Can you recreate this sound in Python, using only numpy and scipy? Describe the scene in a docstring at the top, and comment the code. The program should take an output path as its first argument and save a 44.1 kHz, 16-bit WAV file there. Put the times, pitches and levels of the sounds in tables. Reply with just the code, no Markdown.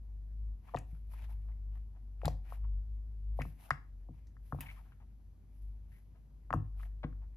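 """The bubbles of a silicone fidget toy are pressed on a table, close by in a quiet room.
Each dome snaps through with a hollow pop, made of a short swing, ringing rim modes and quick echoes.
Fingertips thud on the table as ringing modes; tacky rubber crackles and scuffs as snaps in resonators.
Skin brushes over the toy as flickering noise with gritty squeaks.
Farther back lie a low hum that wavers and the noise of the room air; diffuse reverberation follows."""
import sys
import numpy as np
from scipy import signal
from scipy.io import wavfile

SR = 44100
rng = np.random.default_rng(int(sys.argv[2]) if len(sys.argv) > 2 else 0)


def to_wav(s):
    """Save 16-bit WAV."""
    ch = np.atleast_2d(s).T  # columns
    pcm = np.round(np.clip(ch, -1, 1) * 32767)  # PCM
    wavfile.write(sys.argv[1], SR, pcm.astype(np.int16))


N = 324576
TIME = np.arange(N) / SR  # s

# low hum before placement: (t/s, level/dB)
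HUM_LEVEL = [(0.0, -46.5), (0.53, -40), (0.65, -55), (0.84, -42.5), (1.82, -41), (1.97, -48), (2.33, -38),
             (2.48, -47), (2.64, -34), (3.05, -45), (3.32, -39), (3.63, -57), (3.94, -48.5), (5.49, -57),
             (5.7, -43.5), (6.17, -59), (6.44, -54.5), (6.6, -44), (6.93, -40.5), (7.36, -46.5)]
HUM_HZ = 50.36
# colour of the room air: (f/Hz, relative level per Hz/dB)
AIR_COLOUR = [(65, 5.5), (82, -2.5), (165, -12), (245, -17), (320, -25), (700, -36), (1500, -48),
              (7000, -50.5), (9000, -52.5), (12000, -46.5), (16000, -81)]
AIR_DB = -60.5
# correlation of left and right in diffuse noise: (f/Hz, likeness)
STEREO_LIKENESS = [(100, 0.9), (400, 0.57), (1500, 0.062), (12000, 1)]
# decay of the room by 60 dB: (f/Hz, t60/s)
ROOM_DECAY = [(1000, 0.31), (12000, 0.22)]
# skin brushing the toy, before the gains in brushing():
# (start of full strength t/s, time held/s, rub level/dB, fine hiss level/dB)
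BRUSH_STROKES = [(0.658, 0.071, -67.5, -81), (0.888, 0.063, -77.5, -79), (1.132, 0.0081, -62, -64.5),
                 (1.158, 0.031, -63.5, -74), (1.223, 0.021, -59.5, -73.5), (1.299, 0.026, -66.5, -73),
                 (1.392, 0.087, -81, -90), (1.751, 0.028, -73, -86), (2.251, 0.037, -59.5, -74),
                 (2.465, 0.0093, -67.5, -83), (2.506, 0.032, -60, -68), (3.391, 0.077, -72, -69.5),
                 (3.609, 0.048, -63.5, -68), (4.146, 0.045, -77, -88), (4.459, 0.092, -77.5, -74.5),
                 (4.606, 0.11, -61.5, -70.5), (5.543, 0.096, -100, -83), (5.918, 0.059, -79, -78.5),
                 (6.808, 0.034, -64, -71)]
STROKE_ATTACK_S, STROKE_RELEASE_SHARE = 0.022, 0.87  # the fade is a share of the time held
# colour of the rub: (f/Hz, relative level per Hz/dB)
RUB_COLOUR = [(400, -19.5), (750, 7), (1200, -1.5), (1600, -2.5), (2300, -6), (3600, -19.5), (7000, -30),
              (12000, -51)]
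# colour of the fine hiss: (f/Hz, relative level per Hz/dB)
HISS_COLOUR = [(1500, 6.5), (6000, 1), (8500, -1), (10500, 17), (12200, 7), (14000, -14.5)]
RUB_LEFT_DB = 6  # the rub is louder on the left
# fingertips sticking and slipping, before placement:
# (t/s, peak level/dB, length/s, starting pitch f/Hz)
STICK_SLIPS = [(0.684, -52.5, 0.013, 1055), (1.133, -52, 0.0094, 900), (1.281, -57.5, 0.062, 770),
               (1.483, -64, 0.035, 780), (1.513, -67, 0.015, 2030), (1.73, -82, 0.039, 780),
               (1.949, -64, 0.034, 670), (2.246, -34, 0.019, 730), (2.638, -55, 0.019, 990),
               (3.396, -42.5, 0.03, 1900), (3.71, -28, 0.0053, 1835), (4.609, -55, 0.1, 760),
               (4.659, -47, 0.018, 2160), (4.684, -45, 0.03, 2130), (4.763, -57, 0.045, 1140),
               (4.852, -68.5, 0.026, 1120), (4.9186, -56, 0.017, 1300), (4.997, -62, 0.046, 815),
               (5.917, -65, 0.085, 1830), (6.148, -67, 0.042, 710), (6.796, -52.5, 0.013, 1200),
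               (7.031, -39.5, 0.018, 898), (7.035, -52, 0.014, 1780), (7.1225, -59, 0.01, 1450),
               (7.214, -64.5, 0.039, 850)]
# tacky rubber letting go of the skin, before placement:
# (t/s, peak level/dB, decay time/s, ring f/Hz)
RUBBER_RELEASES = [(0.746, -41.5, 0.0019, 1900), (0.7626, -42.5, 0.0025, 3950), (0.77, -41, 0.01, 2440),
                   (0.787, -40, 0.0039, 9200), (2.2168, -49.5, 0.0017, 2400), (2.2555, -25, 0.0035, 3970),
                   (2.2807, -34, 0.0033, 5460), (3.4183, -32.5, 0.004, 2300), (3.7064, -31, 0.0015, 4930),
                   (4.27, -62.5, 0.013, 6430), (4.607, -25, 0.0063, 11400), (4.6073, -40, 0.016, 2770),
                   (6.506, -44, 0.0014, 2007), (6.528, -38, 0.0016, 2550), (6.5365, -45.5, 0.007, 9800)]
# resonances that colour a crackle: (f/Hz, width/Hz, level/dB)
RUBBER_RESONANCES = [(1931, 180, 2.5), (3000, 530, -15.5), (4993, 240, -11), (7220, 280, -7),
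                     (11100, 5200, 3)]
RING_Q = 3.5
# louder crackles are sharper: brightness grows as a power of their strength
SHARP_ABOVE_DB, SHARP_POWER = -35, 0.65
# fingertips landing on the table, before placement:
# (t/s, tip peak level/dB, tip contact f/Hz, pad peak level/dB)
TABLE_BLOWS = [(0.755, -33, 235, -47), (0.929, -45, 119, -72), (2.249, -30.5, 108, -28),
               (3.397, -37, 154, -34.5), (3.458, -41.5, 216, -41.5), (3.715, -34.5, 117.8, -53),
               (4.093, -45.5, 327, -41.5), (4.53, -31, 189, -35.5), (4.589, -37, 174, -46.5),
               (6.513, -39, 222, -47.5), (6.545, -27.5, 200, -25), (6.607, -45, 110, -52.5),
               (7.0464, -28.5, 254, -41)]
# modes of the table top, before each blow shifts them: (f/Hz, level/dB, t60/s)
TABLE_MODES = [(86.5, -6.5, 0.3), (105, -8, 0.36), (145.3, -0.5, 0.14), (178, -4, 0.023),
               (266.2, -4, 0.068), (451.3, -11, 0.044)]
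# the soft pad flattens a moment after the tip, always with the same low contact pitch
PAD_DELAY_S, PAD_HZ = 0.015, 129
# domes snapping through and smaller flicks of the rubber, before echoes and placement:
# (crest t/s, peak level/dB, pitch f/Hz)
DOME_POPS = [(0.7397, -36, 745), (0.7456, -27.5, 874), (0.7498, -23, 736), (0.7725, -37, 1150),
             (2.2172, -45, 1170), (2.2349, -35, 590), (2.2804, -23, 700), (2.524, -37, 910),
             (3.3912, -29, 684), (3.41, -37.5, 990), (3.453, -44, 870), (3.7074, -14.5, 1305),
             (4.0887, -51.5, 711), (4.368, -54, 1378), (4.5248, -29, 1053), (4.547, -40.5, 665),
             (4.588, -44, 902), (6.506, -27, 1038), (6.5292, -24, 1167), (6.5385, -19, 955),
             (6.833, -45, 1640), (7.0395, -37, 683)]
# modes of the rim of a dome: (f/Hz, level/dB, t60/s)
RIM_MODES = [(736, -5, 0.02), (1000, -7, 0.03), (1356, -4, 0.041), (1880, -1, .035), (2113, 3.5, 0.04)]
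# nearby surfaces: (delay/ms, signed reflection strength)
NEAR_ECHOES = [(1.698, 0.22), (3.203, -.16), (5.5, 0.2)]
CUTOFF_HZ = 16000


def from_db(db):
    """Decibels to gain."""
    return 10 ** (np.asarray(db) / 20)


def rms_one(x):
    """Scale to unit power."""
    return x / np.sqrt(np.mean(x ** 2) + 1e-20)


def at_hz(points, hz):
    """Read a table on a log-frequency axis."""
    f, value = np.transpose(points)
    return np.interp(np.log(hz), np.log(f), value)


def cut(x, hz, kind, order=2):
    """Low- or high-pass."""
    sections = signal.butter(order, min(hz, .45 * SR), kind, fs=SR, output="sos")
    return signal.sosfilt(sections, x)


def resonate(x, hz, q):
    """One resonance, gain 1 on top."""
    return signal.lfilter(*signal.iirpeak(hz, q, fs=SR), x)


def struck(modes, t):
    """Modes ringing after a blow, each dying by 60 dB in its t60."""
    return sum(from_db(db - 60 * t / t60) * np.sin(2 * np.pi * hz * t) for hz, db, t60 in modes)


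def delay(x, ms):
    """The same sound a little later."""
    return np.interp(TIME - ms / 1000, TIME, x, left=0)


def place(x, left_db, lag_ms):
    """A source off centre: louder on the left, a hair later on the right."""
    left = x * from_db(left_db / 2)
    right = delay(x, lag_ms) * from_db(-left_db / 2)
    return np.array([left, right])


def add(track, s, peak_db, sound):
    """Lay a sound into a track at a time and peak level."""
    at = round(s * SR)
    scaled = from_db(peak_db) * sound / np.abs(sound).max()
    track[at:at + len(sound)] += scaled[:N - at]


def drift(rate):
    """Chance values, `rate` a second and joined by straight lines, scaled to rms 1."""
    return rms_one(np.interp(TIME * rate, np.arange(4000), rng.standard_normal(4000)))


def noise_bands(size):
    """Third-octave bands of stereo noise, left and right as alike as the table says: (Hz, band)."""
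    edges = np.geomspace(63, 16000, 25)
    white = rng.standard_normal((2, 2, size))
    for k, (low, high) in enumerate(zip(edges, edges[1:])):
        sections = signal.butter(2, [low, high], "band", fs=SR, output="sos")
        mid, side = signal.sosfilt(sections, white[k % 2])  # neighbouring bands stay independent
        hz = np.sqrt(low * high)
        alike = np.clip(at_hz(STEREO_LIKENESS, hz), -1, 1)
        yield hz, np.sqrt(1 + alike) * mid + np.sqrt(1 - alike) * side * [[1], [-1]]


def noise(spectrum, patchy_db=0):
    """Stereo noise with a given colour, each band flickering on its own by patchy_db; rms 1."""
    total = 0
    for hz, band in noise_bands(N):
        if hz >= spectrum[0][0]:
            total = total + from_db(at_hz(spectrum, hz) + patchy_db * drift(35)) * band
    return rms_one(total)


def room_air():
    """The quiet around the table: steady diffuse noise."""
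    return from_db(AIR_DB) * noise(AIR_COLOUR)


def hum(octave_db, waver_hz, flutter_db):
    """A low tone that swells and wavers, with a weak, unsteady octave."""
    level_db = np.interp(TIME, *np.transpose(HUM_LEVEL)) + flutter_db * drift(14)
    phase = 2 * np.pi * np.cumsum(HUM_HZ + waver_hz * drift(8.7)) / SR
    octave = from_db(octave_db) * np.sin(2 * phase + drift(3.5))
    return np.sqrt(2) * from_db(level_db) * (np.sin(phase) + octave)


def room(x, onset_s):
    """Diffuse reflections build up quickly and die sooner in the treble."""
    t = np.arange(SR // 2) / SR
    tail = sum(band * from_db(-60 * t / at_hz(ROOM_DECAY, hz)) for hz, band in noise_bands(len(t)))
    tail = tail * (1 - np.exp(-(t / onset_s) ** 2))
    unit_tail = tail / np.sqrt(np.sum(tail ** 2) / 2)
    return signal.fftconvolve(x, unit_tail, axes=1)[:, :N]


def sliding():
    """Strength of the rub and of the hiss: each stroke sets in, holds and fades."""
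    power = 0
    for s, length, rub_db, hiss_db in BRUSH_STROKES:
        before = np.maximum(s - TIME, 0) / STROKE_ATTACK_S
        after = np.maximum(TIME - s - length, 0) / (STROKE_RELEASE_SHARE * length)
        fade = np.exp(-2 * np.minimum(before + after, 20))
        power = power + from_db([[rub_db], [hiss_db]]) ** 2 * fade
    return np.sqrt(power)


def brushing(rub_gain_db, hiss_gain_db, catch_db, idle_db, slip_db, slips_per_s,
             squeak_hz, squeak_width_hz):
    """Skin slides unevenly over silicone with gritty squeaks; the resting hand rustles faintly."""
    slide, graze = sliding()
    catching = catch_db * drift(140)
    rub_strength = np.hypot(from_db(rub_gain_db + catching) * slide, from_db(idle_db))
    rub = rub_strength * noise(RUB_COLOUR, patchy_db=3.0) * from_db([[RUB_LEFT_DB], [0]])
    hiss = graze * from_db(hiss_gain_db + catching / 2) * noise(HISS_COLOUR)
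    slips = rng.random(N) < slips_per_s / SR
    snaps = slips * rng.choice([-1, 1], N) * rng.random(N) + 1e-18
    squeak = rms_one(resonate(snaps, squeak_hz, squeak_hz / squeak_width_hz))
    return rub + hiss + place(from_db(slip_db) * slide * squeak, left_db=6.5, lag_ms=0.06)


def scuffs(slips_per_s, grain_db, width_hz, stretch_per_s, rise_s, low_hz, top_hz):
    """Uneven stick-slip jerks ring the silicone under a fingertip; its pitch climbs as it stretches."""
    out, t = np.zeros(N), np.arange(SR // 4) / SR
    for s, db, length, hz in STICK_SLIPS:
        happens = rng.random(len(t)) < slips_per_s / SR
        sizes = from_db(grain_db * rng.uniform(-1.1, 1, len(t)))
        slips = happens * rng.choice([-1, 1], len(t)) * sizes
        pressure = (1 - np.exp(-t / rise_s)) * np.exp(-(t / length) ** 4)
        ring = resonate(slips * pressure + 1e-18, hz, hz / width_hz)
        climbing = np.interp(t + stretch_per_s * t ** 2 / 2, t, ring)  # read ever faster
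        add(out, s, db, cut(cut(climbing, top_hz, "low", order=4), low_hz, "high"))
    return out


def rubber(snaps):
    """Tiny snaps ring in the resonances of the rubber."""
    return sum(from_db(level) * resonate(snaps, hz, hz / width)
               for hz, width, level in RUBBER_RESONANCES)


def crackles(first_db, grain_db, ring_db, bright_ratio, fine_hz):
    """Tacky rubber parts with one sharp snap and a dying run of tiny ones that ring the stretched spot."""
    out, t = np.zeros(N), np.arange(SR // 8) / SR
    for s, db, length, ring_hz in RUBBER_RELEASES:
        sizes = from_db(grain_db * rng.uniform(-1.6, 1, len(t)))
        snaps = rng.choice([-1, 1], len(t)) * sizes * np.exp(-t / length)
        snaps[0] = from_db(first_db)
        sound = rubber(snaps) + from_db(ring_db) * resonate(snaps, ring_hz, RING_Q)
        sharpness = from_db(SHARP_POWER * max(db - SHARP_ABOVE_DB, 0))
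        bright_hz = bright_ratio * ring_hz * sharpness
        low_hz = ring_hz * min((ring_hz / fine_hz) ** 3, 1)  # the finest hardly stir low resonances
        add(out, s, db, cut(cut(sound, bright_hz, "low"), low_hz, "high"))
    return out


def thuds(detune, uneven_db):
    """Tip, then pad, drives table modes near its contact pitch; the hand's weight shifts each blow."""
    out, t = np.zeros(N), np.arange(SR // 3) / SR
    for s, tip_db, tip_hz, pad_db in TABLE_BLOWS:
        contacts = (s, tip_db, tip_hz), (s + PAD_DELAY_S, pad_db, PAD_HZ)
        for at, db, contact_hz in contacts:
            chance = rng.standard_normal((len(TABLE_MODES), 2))
            loaded = [(hz * (1 + detune * a), level + uneven_db * b, t60)
                      for (hz, level, t60), (a, b) in zip(TABLE_MODES, chance)]
            soft = cut(cut(struck(loaded, t), 1.7 * contact_hz, "low"), 0.5 * contact_hz, "high")
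            add(out, at, db, soft)
    return out


def pops(rim_db, spread_cycles, bass_share):
    """A dome gathers speed, flips and stops within about two swings, leaving the rim modes ringing."""
    out, lead = np.zeros(N), SR // 250
    t = np.arange(-lead, SR // 20) / SR  # the crest is at 0
    rim = struck(RIM_MODES, t[lead:])
    for s, db, hz in DOME_POPS:
        swing = np.exp(-.5 * (hz * t / spread_cycles) ** 2)
        flip = np.cos(2 * np.pi * hz * t) * swing
        ring = signal.fftconvolve(flip, rim)[:len(t)] / swing.sum()
        sound = flip + from_db(rim_db) * ring
        add(out, s - lead / SR, db, cut(sound, bass_share * hz, "high"))  # a small dome radiates little bass
    # quick echoes make the pop hollow
    return out + sum(strength * delay(out, ms) for ms, strength in NEAR_ECHOES)


def scene():
    """The toy close by, a little to the left, its finest crackle central, over hum and room air."""
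    tone = hum(octave_db=-20.0, waver_hz=1.3, flutter_db=2.0)
    background = place(tone, left_db=2.0, lag_ms=0.057) + room_air()
    skin = brushing(rub_gain_db=-7.0, hiss_gain_db=-0.5, catch_db=3.5, idle_db=-89.5, slip_db=-13,
                    slips_per_s=600, squeak_hz=2370, squeak_width_hz=880)
    jerks = scuffs(slips_per_s=3700, grain_db=7.5, width_hz=250, stretch_per_s=2.0,
                   rise_s=0.00069, low_hz=514, top_hz=3520)
    scuff = place(jerks, left_db=4.0, lag_ms=0.16)
    snap = crackles(first_db=19.5, grain_db=8, ring_db=1, bright_ratio=1.05, fine_hz=11500)
    split_hz = 6000  # crackle above this stays in the middle
    crackle = place(cut(snap, split_hz, "low", order=3), left_db=7.0, lag_ms=0.05)
    crackle = crackle + cut(snap, split_hz, "high", order=3)
    thud = place(thuds(detune=0.045, uneven_db=3.5), left_db=2.5, lag_ms=0.03)
    pop = place(pops(rim_db=-8.5, spread_cycles=0.47, bass_share=0.46), left_db=5.5, lag_ms=0.15)
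    sent = from_db(-18.0) * pop + from_db(-10.0) * thud + from_db(-13.5) * (crackle + scuff)
    wet = room(sent, onset_s=0.0033)
    return background + skin + scuff + crackle + thud + pop + wet


def record(dry):
    """The left microphone port turns the treble phase over; the top rolls off, then is cut steeply."""
    port_hz, port_width_hz, port_gain, rolloff_hz = 8460, 4500, 2.1, 13500
    left = dry[0] - port_gain * resonate(dry[0], port_hz, port_hz / port_width_hz)
    heard = cut([left, dry[1]], rolloff_hz, "low", order=4)
    steep = signal.ellip(10, .1, 80, CUTOFF_HZ, fs=SR, output="sos")
    return signal.sosfilt(steep, heard)


dry = scene()
out = record(dry)
to_wav(out)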